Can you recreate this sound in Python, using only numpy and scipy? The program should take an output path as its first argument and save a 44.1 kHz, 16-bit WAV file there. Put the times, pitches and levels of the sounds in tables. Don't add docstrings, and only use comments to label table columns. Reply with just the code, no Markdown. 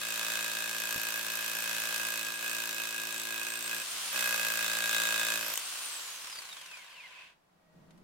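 import sys
import numpy as np
from scipy import signal
from scipy.fft import rfft, irfft
from scipy.io import wavfile
from scipy.ndimage import uniform_filter1d

SR = 44100
rng = np.random.default_rng(int(sys.argv[2]) if len(sys.argv) > 2 else 0)


def log_audio(samples):
    frames = np.atleast_2d(samples).T
    limited = np.clip(frames, -1, 1)
    pcm = np.round(limited * 32767).astype(np.int16)
    wavfile.write(sys.argv[1], SR, pcm)


N = 354123
TIME = np.arange(N) / SR
EARS = np.array([[.5], [-.5]])
WORKING_HZ = 56
TOP_HZ = 15850


def undb(db):
    return 10 ** (np.asarray(db) / 20)


def unit(x):
    return x / np.sqrt(np.mean(x ** 2) + 1e-20)


def curve(rows, order=1):
    rows = np.array(rows, float)
    return np.interp(TIME, rows[:, 0], rows[:, order])


def ring(x, response):
    return signal.oaconvolve(np.atleast_2d(x), np.atleast_2d(response), axes=1)[:, :N]


def colour(x, points):
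    hz, db = np.transpose(points)
    size = 4096
    grid = np.maximum(np.arange(size // 2 + 1) * SR / size, 1)
    level_db = np.interp(np.log(grid), np.log(hz), db)
    cepstrum = irfft(np.log(undb(level_db)))
    cepstrum[1:size // 2] *= 2
    cepstrum[size // 2 + 1:] = 0
    return ring(x, irfft(np.exp(rfft(cepstrum))))


def noise(alike_hz=1500):
    mid, side = rng.standard_normal((2, N))
    highpass = signal.butter(1, min(alike_hz, SR / 4), "high", fs=SR, output="sos")
    side = signal.sosfilt(highpass, side)
    return np.array([mid + side, mid - side])


def walk(rate):
    steps = rng.standard_normal(N // 20)
    return np.interp(TIME * rate, np.arange(len(steps)), steps)


def pulses(times, sizes):
    return np.bincount(np.clip(np.round(times * SR).astype(int), 0, N - 1), sizes, N)


def fade(t60):
    return undb(-60 * TIME[:SR // 4] / max(t60, 1e-4))


def mode(hz, t60, phase=0):
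    return fade(t60) * np.sin(2 * np.pi * hz * TIME[:SR // 4] + phase)


def decades(speed, reference_hz=WORKING_HZ):
    return np.log10(speed / reference_hz + 1e-6)


# (from [s], to [s])
PRESSED = [(0, 3.82), (4.125, 5.545)]


def pressed(times):
    return np.any([(times > a) & (times < b) for a, b in PRESSED], axis=0)


def load(size=900):
    return uniform_filter1d(pressed(TIME) * 1., size=size)


# (time [s], speed [turns per second])
CRANK = [(0.0, 55.86), (0.6, 56.06), (1.6, 55.97), (2.1, 56.23), (2.28, 54.18), (2.42, 58.28), (2.6, 55.79),
         (3.2, 55.0), (3.65, 57.47), (3.8, 57.21), (4.45, 56.17), (5.0, 56.29), (5.55, 55.72)]
RACE_HZ, RACE_S, DRAG_S = 7.759, .168, .267
SWITCH_OFF_S, FRICTION_HZ_PER_S, DRAG_PER_S = 5.855, 22.644, .763


def crank_speed():
    speed = curve(CRANK)
    landings = [a for a, _ in PRESSED[1:]] + [TIME[-1]]
    for (_, lifted), landed in zip(PRESSED, landings):
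        race = 1 - np.exp(-np.maximum(TIME - lifted, 0) / RACE_S)
        dragged = np.clip(1 - (TIME - landed) / DRAG_S, 0, 1)
        speed = speed + RACE_HZ * race * dragged
    brake = FRICTION_HZ_PER_S / DRAG_PER_S
    speed_at_release = np.interp(SWITCH_OFF_S, TIME, speed)
    coast = (speed_at_release + brake) * np.exp(-DRAG_PER_S * (TIME - SWITCH_OFF_S)) - brake
    return np.where(TIME < SWITCH_OFF_S, speed, np.maximum(coast, 0))


# (time [s], tilt [degrees])
SLANT = [(0, 10.5), (.6, 19), (1.2, 27.5), (1.75, 7), (2.05, 20), (2.3, 32), (3.25, 48), (3.55, 50),
         (4.0, 0.5), (4.5, 6.5), (5.3, 23.5), (5.9, 28.5)]
SKID_DEGREES = (24, 31)


def skidding():
    return np.interp(curve(SLANT), SKID_DEGREES, [0, 1])


FOOTING_S = 0.036
SPLIT_S = 5.36


def unfooted():
    landing = sum((TIME > a) * np.clip(1 - (TIME - a) / FOOTING_S, 0, 1) for a, _ in PRESSED[1:])
    return landing + np.interp(TIME, [SPLIT_S, PRESSED[-1][1]], [0, 1])


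# (time [s], level [dB])
PUSH = [(0, -2), (.33, 1), (.6, -1), (.95, 0), (1.2, -1.5), (2.02, .5), (2.28, -1), (2.38, -5), (2.47, .5),
        (2.9, -2), (3.43, -1.5), (3.56, -3), (3.73, -0.5), (3.82, -3), (4.2, 2.5), (4.8, 2), (5.0, 4.5),
        (5.33, 3.5)]


def strength(law):
    db, per_degree, share, unfooted_db = law
    return undb(db + per_degree * curve(SLANT) + share * curve(PUSH) + unfooted_db * unfooted())


STEADY_S, SKID_S, LANDING_S = .00002, .00009, .0002
SETTLE_S = .17


def scatter(times):
    dance = sum((times > a) * np.exp(-np.abs(times - a) / SETTLE_S) for a, _ in PRESSED[1:])
    return STEADY_S + SKID_S * np.interp(times, TIME, skidding()) + LANDING_S * dance


# (frequency [Hz], level [dB])
CRACK = [(50, -42), (500, -19.5), (1200, -15.5), (2200, -7.5), (3600, 4.5), (4700, -2.5), (6000, 2),
         (7800, 2.5), (10000, -4), (12400, 0.5), (14000, 0.5), (16000, -4.5)]


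def stone_crack(strike, burst, pan_db=-1.2):
    grit = undb(1.1 * walk(3000))
    clank = ring(strike, noise(alike_hz=2500)[:, :SR // 4] * fade(0.046))
    crushed = unit(noise(alike_hz=2480) * burst * grit)
    return unit(colour(crushed + .5 * unit(clank), CRACK) * undb(pan_db * EARS))


# (frequency [Hz], level [dB])
KNOCK = [(60, -50.5), (400, -68), (800, -12), (1000, -2), (1450, 4), (2000, 4.5), (3000, -4), (3850, -10.5),
         (4400, -8), (7500, -12.5), (12000, -30)]


def dense_knock(bite, burst):
    dense = noise(alike_hz=1100)[:, :SR // 4] * (fade(.016) + .09 * fade(.06))
    clatter = unit(noise(alike_hz=1100) * burst)
    return unit(colour(unit(ring(bite, dense)) + .65 * clatter, KNOCK))


# (frequency [Hz], t60 [s], relative level [dB])
BLOCK = [(524, 0.043, 1), (619, 0.043, 2), (792, 0.018, 5.5), (871, 0.0085, 10.5), (964, 0.14, -8),
         (1183, 0.056, -5.5), (1250, 0.032, -1.5), (1460, 0.0033, -12)]


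def block_ring(bite):
    stone = 0
    for k, (hz, t60, db) in enumerate(BLOCK):
        stone = stone + (-1) ** k * undb(db) * mode(hz, t60, np.pi / 2 - .5 * EARS)
    band = signal.butter(2, [400, 1800], "band", fs=SR, output="sos")
    return unit(signal.sosfilt(band, ring(bite, stone) + 1e-18))


def steel(push, modes):
    response = sum(undb(db + pan * EARS) * mode(hz, t60, lead * EARS) for hz, t60, db, pan, lead in modes)
    highpass = signal.butter(2, 600, "high", fs=SR, output="sos")
    return unit(signal.sosfilt(highpass, ring(push, response) + 1e-18))


# (frequency [Hz], t60 [s], relative level [dB], left minus right [dB], left lead [radians])
CHISEL = [(1637.4, 0.14, 3.5, 4, -1.27), (1735, 0.27, -19, 16, -1.4), (1790, 0.041, -36.5, -3.5, 0),
          (2517, 0.085, -6, 3.5, 0.069), (2549.6, 0.075, 4, -6.5, 1.5), (2776, 0.066, -12, -24, 0.27)]
WANDER_DB, WANDER_RATE = 2.5, 32


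def chisel_ring(bite, scrape):
    wander = undb(WANDER_DB * skidding() * walk(WANDER_RATE))
    return steel((unit(bite) + .26 * scrape) * wander, CHISEL)


# (frequency [Hz], t60 [s], relative level [dB], left minus right [dB], left lead [radians])
RATTLE = [(3543, 0.082, 1.5, -1.1, .94), (3710, 0.076, 0, 1, 0.16), (3828, 0.054, 3, -1.8, 0.16),
          (7590, 0.046, 5, .086, 3.7)]
ZING = [(5620, 0.015, 2.5, -2.5, .8), (12180, 0.021, 8, -3, 0.59), (12520, .012, 6, -6, -0.61),
        (13400, .024, -7, 5, -1.5)]
# (time [s], balance [0 mostly rattle to 1 mostly zing])
SEAT = [(0, 0.28), (.6, 0.32), (1.05, 1), (2.3, 0.68), (3.2, 0.43), (4.15, 0.72), (4.5, 0.83), (4.65, 0.18),
        (5.28, .1), (5.45, 0.54)]
RATTLE_DB, ZING_DB = -2, 4
SEAT_RANGE_DB, SPLIT_ZING_DB = 14.5, 27.5


def rattle_and_zing(bite, scrape):
    seat = curve(SEAT)
    rattle = steel(0.75 * unit(bite) + scrape, RATTLE) * undb(RATTLE_DB - SEAT_RANGE_DB * seat)
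    zing_db = ZING_DB - SEAT_RANGE_DB * (1.5 - seat) + SPLIT_ZING_DB * unfooted()
    return rattle + steel(scrape, ZING) * undb(zing_db)


# (multiple of crank speed, relative level when upright [dB], change [dB per degree of tilt])
SHAKE = [(1, -20, 0), (2, -7, -.06), (3, 1.5, -.1), (4, -.5, -.04), (5, -3.5, .08), (6, -3.5, .1),
         (7, -3, .1), (8, -13, 0)]


def housing(turns, idle_db=-9):
    slant = curve(SLANT)
    shake = 0
    for k, db, per_degree in SHAKE:
        phase = 2 * np.pi * k * turns - 1.3 * k ** 2 + .45 * EARS + .12 * walk(30)
        shake = shake + undb(db + per_degree * slant) * np.sin(phase)
    drive = np.maximum(load(), undb(idle_db) * (TIME < PRESSED[-1][1]))
    return unit(shake * undb(1.4 * EARS + 1.0 * walk(30)) * drive)


# (level when upright [dB], change [dB per degree of tilt], share of the push followed, change without footing [dB])
CRACK_LAW = (-41, -0.0133, 1, -20.5)
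KNOCK_LAW = (-48, -0.18, 1.5, -6)
BLOCK_LAW = (-53.5, -0.0616, 1.17, -4)
RING_LAW = (-40.5, -0.0119, 1, -15.5)
SHAKE_LAW = (-59.5, 0.0245, 0.73, -7.5)


def hammer(turns, transit_s=.0013, rebound_s=.0098):
    times = np.interp(np.arange(1, turns[-1]), turns, TIME) - .0007
    times = times[pressed(times)]
    chance = rng.standard_normal((len(times), 7)).T
    times = times + scatter(times) * chance[0]
    strike = pulses(times, .85 * undb(1.2 * chance[1]))
    bite = pulses(times + transit_s, undb(.9 * chance[2]))
    crush = pulses(times + transit_s + .0002 * chance[3], undb(1.2 * chance[4]))
    rebound = pulses(times + rebound_s + .0008 * chance[5], undb(3 * chance[6]))
    burst = ring(strike + crush + .24 * rebound, fade(.012) + .09 * fade(.06))
    scrape = unit(noise(alike_hz=2500) * burst)
    sharp = stone_crack(strike, burst) + rattle_and_zing(bite, scrape)
    return (sharp * strength(CRACK_LAW)
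            + dense_knock(bite, burst) * strength(KNOCK_LAW)
            + block_ring(bite) * strength(BLOCK_LAW)
            + chisel_ring(bite, scrape) * strength(RING_LAW)
            + housing(turns) * strength(SHAKE_LAW))


# (frequency [Hz], level [dB])
FAN = [(35, -79.5), (60, -26), (156, -26.5), (189, -33), (315, -15), (408, -18), (540, -12.5), (924, -9),
       (1040, -5), (1510, -4), (2000, -7.5), (2840, -3), (5590, -6.5), (8920, -7), (16000, -18)]
BRUSH = [(200, -30.5), (300, -35), (570, -12), (860, -17), (990, -2), (1330, -17.5), (1550, -4.5),
         (1800, -10), (2550, -5), (3250, -9.5), (4300, -15.5), (5300, -20), (8400, -25.5), (16000, -38)]
AIR_DB, AIR_SPEED_DB, AIR_DB_PER_DEGREE, AIR_PUSH_SHARE = -38, 29, -0.0779, 0.59
RUB_DB, RUB_LOAD_DB, RUB_STALL_HZ = -53, 4.5, 3.1


def motor(turns, speed, flutter_db=1.0, churn=0.018, tail_s=0.026):
    beat = (1 + churn * np.cos(2 * np.pi * turns)) * undb(flutter_db * walk(400))
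    air_db = AIR_DB + AIR_SPEED_DB * decades(speed) + AIR_DB_PER_DEGREE * curve(SLANT)
    air_db = air_db + AIR_PUSH_SHARE * curve(PUSH) * load()
    air = unit(colour(noise(alike_hz=1790), FAN)) * undb(air_db)
    keep = np.exp(-1 / (SR * max(tail_s, 1e-3)))
    turning = signal.lfilter([1 - keep], [1, -keep], np.minimum(speed / RUB_STALL_HZ, 1))
    rub = unit(colour(noise(alike_hz=1400), BRUSH)) * undb(RUB_DB + RUB_LOAD_DB * load()) * turning
    return beat * (air + rub)


# (frequency [Hz], half width [Hz], level [dB])
CASING = [(2100, 120, 3), (2550, 250, 5), (2900, 130, -6), (4250, 250, -6), (4900, 200, 7), (5400, 200, -6),
          (9150, 300, 4)]
WHINE_ORDER = 146
WHINE_DB, WHINE_SPEED_DB, WHINE_DB_PER_DEGREE, WHINE_LOAD_DB = -53, 17, 0.17, -5.5
OVERTONE_DB, OVERTONE_BELOW_HZ, OVERTONE_DB_PER_OCTAVE = 6, 2700, 13
GROUND_LAG_S, GROUND_SHARE = .0024, .5
FRAY_RADIANS, FRAY_RATE = 1.6, 130


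def whine(turns, speed, wobble=.85):
    bars = 2 * np.pi * WHINE_ORDER * turns
    slowed = np.clip(1 - speed / WORKING_HZ, 0, 1)
    tremor = wobble * walk(300) + FRAY_RADIANS * slowed * walk(FRAY_RATE)
    drift = .9 * np.array([walk(25), walk(25)])
    out = 0
    for k in range(1, 5):
        hz = k * WHINE_ORDER * speed
        casing_db = sum(db / (1 + ((hz - centre) / width) ** 2) for centre, width, db in CASING)
        octaves_above = np.log2(np.maximum(hz / OVERTONE_BELOW_HZ, 1))
        overtone_db = OVERTONE_DB - OVERTONE_DB_PER_OCTAVE * octaves_above - k
        ground = np.abs(1 + GROUND_SHARE * np.exp(2j * np.pi * hz * GROUND_LAG_S))
        reach = np.clip((TOP_HZ - hz) / 6000, 0, 1) * np.clip(hz / 2000, 0, 1) ** 9
        gain = ground * reach * undb(casing_db + (k > 1) * overtone_db + 3 * walk(30))
        out = out + gain * np.sin(k * bars + tremor + drift)
    db = WHINE_DB + WHINE_SPEED_DB * decades(speed)
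    db = db + WHINE_DB_PER_DEGREE * curve(SLANT) + WHINE_LOAD_DB * load()
    return out * undb(db + 3 * walk(120))


# (frequency [Hz], level [dB])
OUTDOORS = [(20, -22), (40, -16), (57, -6), (90, -19), (200, -11.5), (380, -10), (500, -8.5), (800, -6),
            (3000, -18.5), (8000, -26.5), (16000, -30)]
RUMBLE = [(30, -20.5), (120, -28), (173, -8.5), (240, -17), (400, -21.5), (640, -25), (750, -28),
          (1260, -30), (2000, -40), (5000, -46), (16000, -55)]
# (time [s], level [dB])
LIFT = [(7.35, -79), (7.7, -69.5), (7.76, -60.5), (8.03, -60.5)]
# (frequency [Hz], level [dB])
HUM = [(632, -71.5), (1900, -78.5)]


def background():
    floor = unit(colour(noise(alike_hz=40), OUTDOORS)) * undb(-70 + walk(2.3))
    boom = unit(ring(noise(alike_hz=400), mode(165, .11)))
    rumble = unit(colour(noise(alike_hz=400), RUMBLE)) + 0.7 * boom
    swell = np.interp(TIME, [7.5, 7.7, 7.88, 8.03], [0.031, 1, 0.81, .2])
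    hum = sum(undb(db) * np.sin(2 * np.pi * hz * TIME + walk(25)) for hz, db in HUM)
    return floor + unit(rumble) * undb(curve(LIFT)) + swell * hum


def bumps():
    push = pulses(np.array([.9605, .9785]), np.array([-1, .7]))
    thud = mode(133, 0.014, np.pi / 2) + 0.4 * mode(370, 0.005) + 0.28 * mode(800, .008)
    return undb(-34.5) * ring(push, thud)


# (time [s], peak level before a 2.5 dB lift and bass cut [dB], ring [Hz])
BREAKS = [(5.538, -26.5, 2850), (5.555, -23, 2910), (5.574, -17, 3120), (5.594, -26, 3110)]


def breaking(low_hz=500):
    out = 0
    for s, db, hz in BREAKS:
        double_push = pulses(np.array([s, s + .0012]), np.array([.5, 1]))
        burst = noise(alike_hz=4000) * ring(double_push, fade(.017))
        tones = mode(hz, 0.011) + .9 * mode(1.15 * hz, 0.0088) + 0.46 * mode(7200, 0.018)
        clack = unit(ring(burst, tones)) + 1.4 * unit(colour(burst, CRACK))
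        out = out + clack / np.abs(clack).max() * undb(db + 2.5)
    return signal.sosfilt(signal.butter(2, low_hz, "high", fs=SR, output="sos"), out + 1e-18)


# (time [s], level [dB])
TICKS = [(7.907, -60.5), (7.977, -64)]
TICK_SPEEDS_HZ, TICK_TURN = (15.2, 39), .522
TICK_DB, TICK_SPEED_DB = -40, 14


def ticking(turns, speed):
    slow, fast = TICK_SPEEDS_HZ
    times = np.interp(np.arange(TICK_TURN, turns[-1]), turns, TIME)
    rates = np.interp(times, TIME, speed)
    tapping = (rates > slow) * (rates < fast)
    taps = pulses(times, tapping * undb(TICK_DB + TICK_SPEED_DB * decades(rates, fast)))
    s, db = np.transpose(TICKS)
    burst = ring(taps + pulses(s, undb(db)), fade(0.061))
    spectrum = [(200, -15), (500, -1), (1200, 10.0), (3500, 7.0), (8000, 1.5), (11000, -1.0), (16000, -22)]
    return unit(colour(noise(), spectrum)) * burst


def squeak(hz=2570, t60=0.024, db=-55):
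    swell = np.interp(TIME, [7.1, 7.16, 7.22, 7.33], [0, 1, 1, 0])
    return unit(ring(noise(), mode(hz, t60))) * swell * undb(db)


CRANK_START = .166


def scene():
    speed = crank_speed()
    turns = CRANK_START + np.cumsum(speed) / SR
    return (hammer(turns) + motor(turns, speed) + whine(turns, speed) + background() + bumps()
            + breaking() + ticking(turns, speed) + squeak())


def record(dry):
    return signal.sosfilt(signal.ellip(12, .1, 85, TOP_HZ, fs=SR, output="sos"), dry)


dry = scene()
out = record(dry)
log_audio(out)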